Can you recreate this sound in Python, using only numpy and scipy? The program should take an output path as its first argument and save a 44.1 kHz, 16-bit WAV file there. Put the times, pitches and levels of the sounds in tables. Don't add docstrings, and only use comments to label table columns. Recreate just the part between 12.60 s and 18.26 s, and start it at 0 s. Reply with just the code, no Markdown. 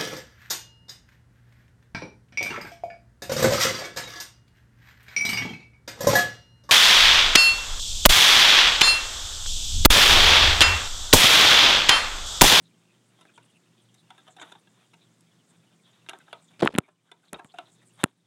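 import sys
import numpy as np
from scipy import signal
from scipy.fft import rfft, irfft
from scipy.io import wavfile
from scipy.ndimage import uniform_filter1d

SR = 44100
rng = np.random.default_rng(int(sys.argv[2]) if len(sys.argv) > 2 else 0)


def wrap_up_sound(samples):
    columns = np.atleast_2d(samples).T
    tamed = np.clip(columns, -1, 1)
    steps = np.round(tamed * 32767).astype(np.int16)
    wavfile.write(sys.argv[1], SR, steps)


N = 249606
TIME = np.arange(N) / SR


def from_db(db):
    return 10 ** (np.asarray(db) / 20)


def rms_one(x):
    return x / np.sqrt(np.mean(x ** 2) + 1e-20)


def band(x, low_hz, high_hz, order=2):
    edges = [low_hz, min(high_hz, .47 * SR)]
    return signal.sosfilt(signal.butter(order, edges, "band", fs=SR, output="sos"), x)


def add(out, s, x):
    at = max(int(s * SR), 0)
    out[at:at + len(x)] += x[:max(N - at, 0)]


def coloured_noise(spectrum):
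    hz, db = np.transpose(spectrum)
    bins_hz = np.fft.rfftfreq(N, 1 / SR)
    gain = from_db(np.interp(np.log(bins_hz + 1), np.log(hz), db))
    return rms_one(irfft(rfft(rng.standard_normal(N)) * gain, N))


def dying(t, t60):
    return from_db(-60 * t / t60)


def wander(size, per_s):
    steps = TIME[:size] * per_s
    knots = rng.standard_normal(int(steps[-1]) + 2)
    return np.interp(steps, np.arange(len(knots)), knots)


def stroke(start, length, attack_s, release_t60, ease_db_per_s=0):
    t = np.maximum(TIME - start, 0)
    attack = np.minimum(t / attack_s, 1)
    easing = from_db(-ease_db_per_s * t)
    return attack * easing * dying(np.maximum(t - length, 0), release_t60)


def room_tone(hiss_db=-66.5):
    # frequency in Hz, relative level in dB per Hz.
    room_spectrum = [(18, -36.5), (30, -27.5), (81, -32), (103, -11.5), (165, -4), (204, -3), (336, -9.5),
                     (740, -19), (988, -20.5), (1960, -21.5), (2610, -24), (4300, -25), (8520, -25),
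                     (12000, -38), (16000, -39.5)]
    # centre in Hz, bandwidth in Hz, rms level in dB.
    hum_bands = [(119.54, 8.8, -72), (167.5, 12, -70), (354, 41, -79.5)]
    hum = 0
    for hz, width, db in hum_bands:
        noise = rng.standard_normal(N + SR)
        settled = band(noise, hz - width / 2, hz + width / 2)[SR:]
        hum = hum + from_db(db) * rms_one(settled)
    return hum + from_db(hiss_db) * coloured_noise(room_spectrum)


def shuffle(grain_db=3.5, level_db=-2.0, shavings_db=-12.0, clump_db=2.5, stride_db=4.0):
    # start in seconds, length in seconds, level in dB before level_db.
    bout_rows = [(0.574, 0.045, -63), (0.652, 0.069, -68), (1.53, .18, -66), (1.77, 0.19, -62),
                 (2.014, 0.21, -71), (3.256, 0.18, -65), (3.488, 0.32, -65), (3.884, .08, -68),
                 (4.204, 0.075, -53), (4.432, .06, -64), (4.619, 0.05, -64.5), (4.735, 0.055, -59),
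                 (4.935, 0.071, -63.5), (5.202, 0.033, -71), (5.366, 0.12, -60)]
    # frequency in Hz, relative level in dB per Hz.
    rub_spectrum = [(250, -39), (520, -6), (720, -1), (1500, -4), (1900, -6.5), (2700, -9.5), (3650, -1),
                    (4300, -20), (6000, -42)]
    attack_s, release_t60 = 0.022, 0.15
    fidget_db = -74.5

    catches = from_db(grain_db * wander(N, 260))
    rub = rms_one(coloured_noise(rub_spectrum) * catches)
    shavings = band(rng.standard_normal(N), 5800, 10500)
    shavings = rms_one(shavings * from_db(clump_db * wander(N, 99)))
    sound = rub + from_db(shavings_db) * shavings
    bouts = sum(from_db(db) * stroke(s, length, attack_s, release_t60) for s, length, db in bout_rows)
    level = np.hypot(bouts, from_db(fidget_db))
    swell = from_db(level_db + stride_db * wander(N, 22))
    return level * swell * sound


def noise_patch(hz, length, skirt_db=-8.5, grain_db=4.0):
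    sag = .06
    size = int(2 * length * SR)
    grains = rng.standard_normal(size) * from_db(grain_db * wander(size, 450))
    octaves = np.log2((np.fft.rfftfreq(size, 1 / SR) + 1) / hz)
    core = np.exp(-(octaves / (.06 + hz / 50000)) ** 2)
    skirt = from_db(skirt_db) * np.exp(-(octaves / .5) ** 2) / 2
    steady = signal.hilbert(irfft(rfft(grains) * (core + skirt), size))
    shift_hz = sag * hz * np.linspace(1, -1, size)
    sinking = np.real(steady * np.exp(2j * np.pi * np.cumsum(shift_hz) / SR))
    swell = np.hanning(size) ** 2
    return rms_one(sinking * swell) * np.sqrt(np.mean(swell ** 2))


def soft_patches(faint_db=-76.0, spread_db=5.5, faint_s=0.031, count=190):
    # middle in seconds,
    # half-span of the swell in seconds, level in dB, centre in Hz.
    clear_patches = [(.063, 0.048, -65.5, 3800), (0.306, .05, -70.5, 2570), (.695, 0.049, -65, 2480),
                     (0.7, 0.016, -62, 1530), (0.76, .024, -61, 3300), (0.761, 0.048, -67, 8050),
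                     (0.832, .028, -68, 2700), (0.853, .044, -70, 8900), (0.901, 0.042, -67.5, 3080),
                     (.962, 0.04, -64.5, 2700), (1.193, 0.056, -68, 3420), (1.298, .03, -71, 3150),
                     (1.395, .044, -65, 3780), (1.61, 0.031, -64.5, 3540), (1.721, 0.048, -63, 7400),
                     (1.816, 0.039, -53.5, 7100), (2.159, 0.057, -80, 2860), (2.244, 0.041, -72, 3130),
                     (2.428, 0.052, -65, 3700), (2.898, 0.037, -65.5, 8150), (3.26, .044, -63, 3510),
                     (3.301, 0.04, -67, 3270), (3.347, .044, -68, 3550), (3.715, 0.025, -64, 3000),
                     (3.797, 0.017, -66, 3730), (3.84, 0.046, -64.5, 7860), (3.888, .028, -63.5, 3500),
                     (3.946, 0.038, -67, 2340), (4.249, .04, -54, 2300), (4.495, 0.025, -59.5, 1480),
                     (4.641, 0.02, -62, 1500), (4.656, 0.013, -64, 4090), (4.686, 0.023, -57.5, 3760),
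                     (4.864, 0.037, -63.5, 7600), (4.901, 0.027, -59.5, 3270), (4.922, 0.019, -63, 4040),
                     (4.978, 0.019, -60, 2680), (5.065, 0.025, -62.5, 3790), (5.093, 0.032, -69, 3800),
                     (5.136, 0.058, -65.5, 7600), (5.195, .04, -69.5, 3600), (5.23, .03, -67.5, 1850),
                     (5.278, .044, -63, 8330), (5.349, 0.048, -68.5, 8880), (5.406, 0.043, -64, 1950)]
    out = np.zeros(N)
    for s, length, db, hz in clear_patches:
        add(out, s - length, from_db(db) * noise_patch(hz, length))
    for k, (when, pitch, force, kind) in enumerate(rng.random((count, 4))):
        in_middle_range = kind < .7
        hz = 2300 + 1600 * pitch if in_middle_range else 6600 + 2600 * pitch
        start = (k + when) / count * TIME[-1]
        add(out, start, from_db(faint_db + spread_db * force ** 2) * noise_patch(hz, faint_s))
    return out


def tube_response(t, click_db=15.0, crack_t60=0.023, room_db=-15.5, room_t60=0.13, scatter_db=3.5,
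                  cage_db=-13.5, cage_t60=0.25):
    # frequency in Hz, relative level in dB, t60 in seconds before the cap below.
    tube_modes = [(358, -4.5, .2), (669.3, 3, 0.14), (745.4, 2, 0.14), (920, 3.5, .14), (2040, 0.5, 0.071),
                  (1304, 2, 0.13), (1504, 7.5, 0.04), (1610, 7, 0.052), (2220, 0, 0.059), (2750, 6, 0.037),
                  (3144, 7, 0.027), (3500, 7, 0.033), (3710, 12.5, 0.039)]
    ring_db, longest_t60 = -27.0, .12
    ring = 0
    for hz, db, t60 in tube_modes * 2:
        own_hz = hz * rng.normal(1, .025)
        strength = from_db(db + scatter_db * rng.standard_normal())
        decay = dying(t, min(t60, longest_t60))
        ring = ring + strength * decay * np.sin(2 * np.pi * (own_hz * t + rng.random()))
    crack, cage, room = rng.standard_normal((3, len(t)))
    click = from_db(click_db) * (t == 0)
    crack = crack * dying(t, crack_t60)
    cage = from_db(cage_db) * band(cage, 173, 1300) * dying(t, cage_t60)
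    room = from_db(room_db) * room * dying(t, room_t60)
    return click + crack + from_db(ring_db) * ring + cage + room


def claws(catches_per_s=1300, first_catch=1.14, high_t60=0.047):
    # start in seconds,
    # contact length in seconds, level in dB, hardness in dB (what a bare claw adds to the middle band and a
    # soft pad takes away), tick in dB above the level, note in Hz, note level in dB, bright pitch in Hz.
    taps = [(.588, .0035, -64, -4, -16, 885, -70, 3500), (.61, 0.0078, -61, 0.5, -4.5, 965, -57, 3500),
            (.652, 0.0019, -55.5, -12.5, -18.5, 730, -60, 2700),
            (0.777, 0.0034, -50.5, -7.5, -16, 905, -66, 2220),
            (1.342, 0.0054, -74.5, 8.5, 11.5, 910, -77, 3500),
            (1.504, 0.0036, -49, -2.5, -16, 742, -57, 3240),
            (1.579, 0.013, -59.5, 0, -10.5, 1550, -51, 3500),
            (1.668, 0.02, -54.5, -3.5, -15.5, 825, -64, 3270),
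            (1.765, 0.0058, -58, 1.5, -8, 736, -46, 3500), (1.785, 0.0075, -54, -12, -30, 690, -44, 3550),
            (1.797, 0.0028, -51.5, 2, -16, 980, -51, 3060), (1.814, 0.012, -45, -2, -16, 1458, -39, 3300),
            (1.829, 0.0061, -46, -8, -34, 867, -40.5, 3500),
            (1.918, 0.0073, -50, -1.5, -11.5, 1550, -54, 3580),
            (1.952, 0.0028, -53, -6, -30, 800, -51, 3450), (2.072, 0.0042, -62, -1.5, -22, 900, -64, 3360),
            (2.334, 0.0097, -60.5, 1.5, -8.5, 896, -63, 2700), (2.608, .004, -79, 3, 13.5, 880, -68, 3500),
            (3.463, 0.0015, -58, -2.5, -22, 890, -64, 3520), (3.488, 0.0039, -43.5, 3, -10, 970, -59, 2800),
            (3.4942, 0.0013, -47.5, 8, 3, 1230, -44, 2820), (3.507, .012, -49.5, -22, -22, 990, -58, 2900),
            (3.533, 0.0014, -43.5, -6, -25, 741, -42, 3480), (3.545, 0.016, -56, -28, -33, 380, -50, 2810),
            (3.601, 0.016, -67, 2.5, -26, 1460, -50, 2080), (3.68, 0.0029, -54.5, -12, -31, 810, -57, 3520),
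            (3.7283, 0.0034, -40, -3, -18, 663, -45, 3460), (4.28, 0.011, -50.5, -11, -18, 596, -44, 2480),
            (4.515, 0.0036, -44.5, 2, -11.5, 701, -50.5, 3680),
            (4.743, 0.0051, -40, 0, -26, 720, -48, 2590), (4.786, .004, -53, -4, -27, 727, -43, 2580),
            (4.792, 0.0054, -42.5, -11.5, -22.5, 702, -37, 2600),
            (4.94, .008, -56, -8, -15, 685, -36.5, 2510),
            (4.9856, 0.0036, -38.5, -3, -17.5, 666, -35.5, 2710)]
    # lower edge in Hz, upper edge in Hz.
    tap_bands = [(280, 1850), (1800, 3950), (4700, 11000)]
    note_attack_s, note_t60 = 0.0044, 0.085
    note_sag, note_sag_s = 0.15, 0.0072
    bright_db, bright_q = 4.5, 13
    hollow_hz, hollow_q = 526, 5.8

    out, t = np.zeros(N), TIME[:SR // 5]
    filters = [signal.butter(6, edges, "band", fs=SR, output="sos") for edges in tap_bands]
    for s, length, db, hardness_db, tick_db, note_hz, note_db, bright_hz in taps:
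        size = max(int(length * SR), 2)
        catches = (rng.random(size) < catches_per_s / SR) * rng.normal(0, 0.65, size)
        catches[0] = first_catch
        sound = signal.fftconvolve(catches, tube_response(t))[:len(t)]
        low, middle, high = (signal.sosfilt(sos, sound) for sos in filters)
        low = signal.lfilter(*signal.iirnotch(hollow_hz, hollow_q, fs=SR), low)
        bright = signal.lfilter(*signal.iirpeak(bright_hz, bright_q, fs=SR), middle)
        middle = middle + from_db(bright_db) * bright
        high = high * dying(np.maximum(t - length, 0), high_t60)
        attack = size + SR // 125
        for part, colour_db in ((low, 0), (middle, hardness_db), (high, tick_db)):
            add(out, s, from_db(db + colour_db) * part / np.std(part[:attack]))
        cycles = note_hz * (t + note_sag * note_sag_s * (1 - np.exp(-t / note_sag_s)))
        note = np.sin(2 * np.pi * cycles) * np.minimum(t / note_attack_s, 1) * dying(t, note_t60)
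        add(out, s, from_db(note_db) * note)
    return out


def contacts():
    # start in seconds, thud peak in dB, thud pitch in Hz,
    # cycles in which the thud decays by 60 dB, crack peak in dB, tick peak in dB.
    bumps = [(3.588, -53, 300, 3, -72, -40.5), (4.0248, -14, 580, 4.7, -31, -43.5),
             (4.0275, -1.5, 427, 5.5, -28, -39), (4.0315, -15, 1340, 7.3, -17.5, -33),
             (4.0334, -4.5, 427, 5.3, -28, -32), (4.0381, -16.5, 240, 4, -30.5, -35.5),
             (4.0471, -8, 340, 5.4, -29, -39.5), (4.0523, -39, 392, 3, -26.5, -21.5),
             (4.06, -7.5, 920, 6.2, -19.5, -43.5), (4.0634, -14.5, 365, 3.5, -31, -41.5),
             (4.0682, -39, 1294, 3, -27, -40), (4.0742, -23.5, 1163, 3.5, -2, -32.5),
             (4.0902, -27.5, 445.6, 6.5, -41.5, -58), (4.142, -33.5, 583, 3.9, -34, -38.5),
             (4.1509, -20, 234.8, 9.7, -18.5, -50), (4.1614, -30, 280, 6, -28, -38),
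             (4.185, 3.5, 279, 1.8, 2.5, 3.5), (4.203, -39.5, 700, 4, -39.5, -57.5),
             (4.7314, -29.5, 227, 3.1, -26, -16.5), (4.8463, -42, 201, 3, -41, -41),
             (5.4394, 0, 275, 2.9, 3, 3.5), (5.4595, -28.5, 600, 6.2, -43, -44.5)]
    hard_bump_db = -1
    lead_s, touch_hz = .005, 540
    touch_db, touch_tick_db = -23, -37.5
    touches = []
    for s, thud_db, _, cycles, crack_db, tick_db in bumps:
        if thud_db > hard_bump_db:
            touches.append((s - lead_s, thud_db + touch_db, touch_hz, cycles,
                            crack_db + touch_db, tick_db + touch_tick_db))
    return bumps + touches


def camera_bumps(case_hz=200, case_t60=0.014, case_db=-17.0, stiff_hz=125, crack_low_hz=700):
    # frequency in Hz, relative level in dB, t60 in seconds.
    shell_modes = [(1054, 0.5, 0.0037), (1320, -0.5, 0.012), (1850, 5, 0.0026), (2730, 2.5, 0.004),
                   (3500, 2, 0.0025)]
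    out, t = np.zeros(N), TIME[:SR // 8]
    case = np.sin(2 * np.pi * case_hz * t) * dying(t, case_t60)
    shell = 0
    for k, (hz, db, t60) in enumerate(shell_modes):
        polarity = (-1) ** k
        shell = shell + polarity * from_db(db) * np.sin(2 * np.pi * hz * t) * dying(t, t60)
    for s, thud_db, hz, cycles, crack_db, tick_db in contacts():
        thud = np.sin(2 * np.pi * hz * t) * dying(t, cycles / hz)
        body = band(thud + from_db(case_db) * case, stiff_hz, 3100, order=3)
        contact = (t == 0) + .12 * rng.standard_normal(len(t)) * dying(t, .008)
        crack = signal.fftconvolve(contact, shell)[:len(t)]
        crack = band(crack, max(crack_low_hz, hz), 4200, order=3)
        tick = band(contact, 7000, 10800)
        for db, part in ((thud_db, -body), (crack_db, crack), (tick_db, tick)):
            add(out, s, from_db(db) * part / np.abs(part).max())
    return out


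def grip(grain_db=4.5):
    # start in seconds, length in seconds,
    # hiss level in dB, dull drag level in dB, both before the grain.
    slides = [(3.994, 0.0097, -45.5, -74.5), (4.003, 0.0079, -39.5, -77), (4.021, 0.049, -36, -28.5),
              (4.07, 0.02, -59.5, -34.5), (4.099, 0.02, -58, -50), (4.122, 0.0085, -50, -58),
              (4.135, 0.056, -63, -44), (4.728, 0.045, -61, -40), (4.849, 0.012, -74, -51.5),
              (5.415, 0.031, -63.5, -73)]
    # frequency in Hz, relative level in dB per Hz.
    grip_spectrum = [(88, -38.5), (150, 0.5), (1010, -9), (1380, -2), (1950, -9), (3210, -4), (6680, -19),
                     (8920, -22), (15000, -48)]
    attack_s, release_t60 = 0.0012, 0.0098
    hiss_ease, drag_ease = 84.5, 168.5
    hiss_level, drag_level = 0, 0
    for s, length, hiss_db, drag_db in slides:
        hiss_level = hiss_level + from_db(hiss_db) * stroke(s, length, attack_s, release_t60, hiss_ease)
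        drag_level = drag_level + from_db(drag_db) * stroke(s, length, attack_s, release_t60, drag_ease)
    hiss = hiss_level * coloured_noise(grip_spectrum)
    drag = drag_level * rms_one(band(rng.standard_normal(N), 130, 750))
    return (hiss + drag) * from_db(grain_db * wander(N, 1000))


def faint_room(x, level_db=-40):
    t = TIME[:SR // 3]
    tail = band(rng.standard_normal(len(t)), 250, 1100) * dying(t, .14)
    return from_db(level_db) * signal.fftconvolve(x, tail / np.linalg.norm(tail))[:N]


def scene():
    animal = shuffle() + claws()
    handling = camera_bumps() + grip()
    return (room_tone() + animal + soft_patches() + handling + faint_room(handling))[None]


def gain_control(x, ceiling_db=-10.5, release_db_per_s=13.0):
    power = np.abs(uniform_filter1d(x ** 2, size=130))
    level = 10 * np.log10(power + 1e-12)
    over = np.maximum(level - ceiling_db, 0)
    ramp = release_db_per_s * TIME
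    held = np.maximum.accumulate(over + ramp, axis=-1) - ramp
    return x * from_db(-uniform_filter1d(held, size=40))


def record(dry, low_cut_hz=55, top=0.55, cutoff_hz=16100):
    thin = signal.sosfilt(signal.butter(2, low_cut_hz, "high", fs=SR, output="sos"), dry)
    held = gain_control(thin)
    rounded = held / (1 + (held / top) ** 4) ** (1 / 4)
    return signal.sosfilt(signal.ellip(10, .1, 80, cutoff_hz, fs=SR, output="sos"), rounded)


dry = scene()
out = record(dry)
wrap_up_sound(out)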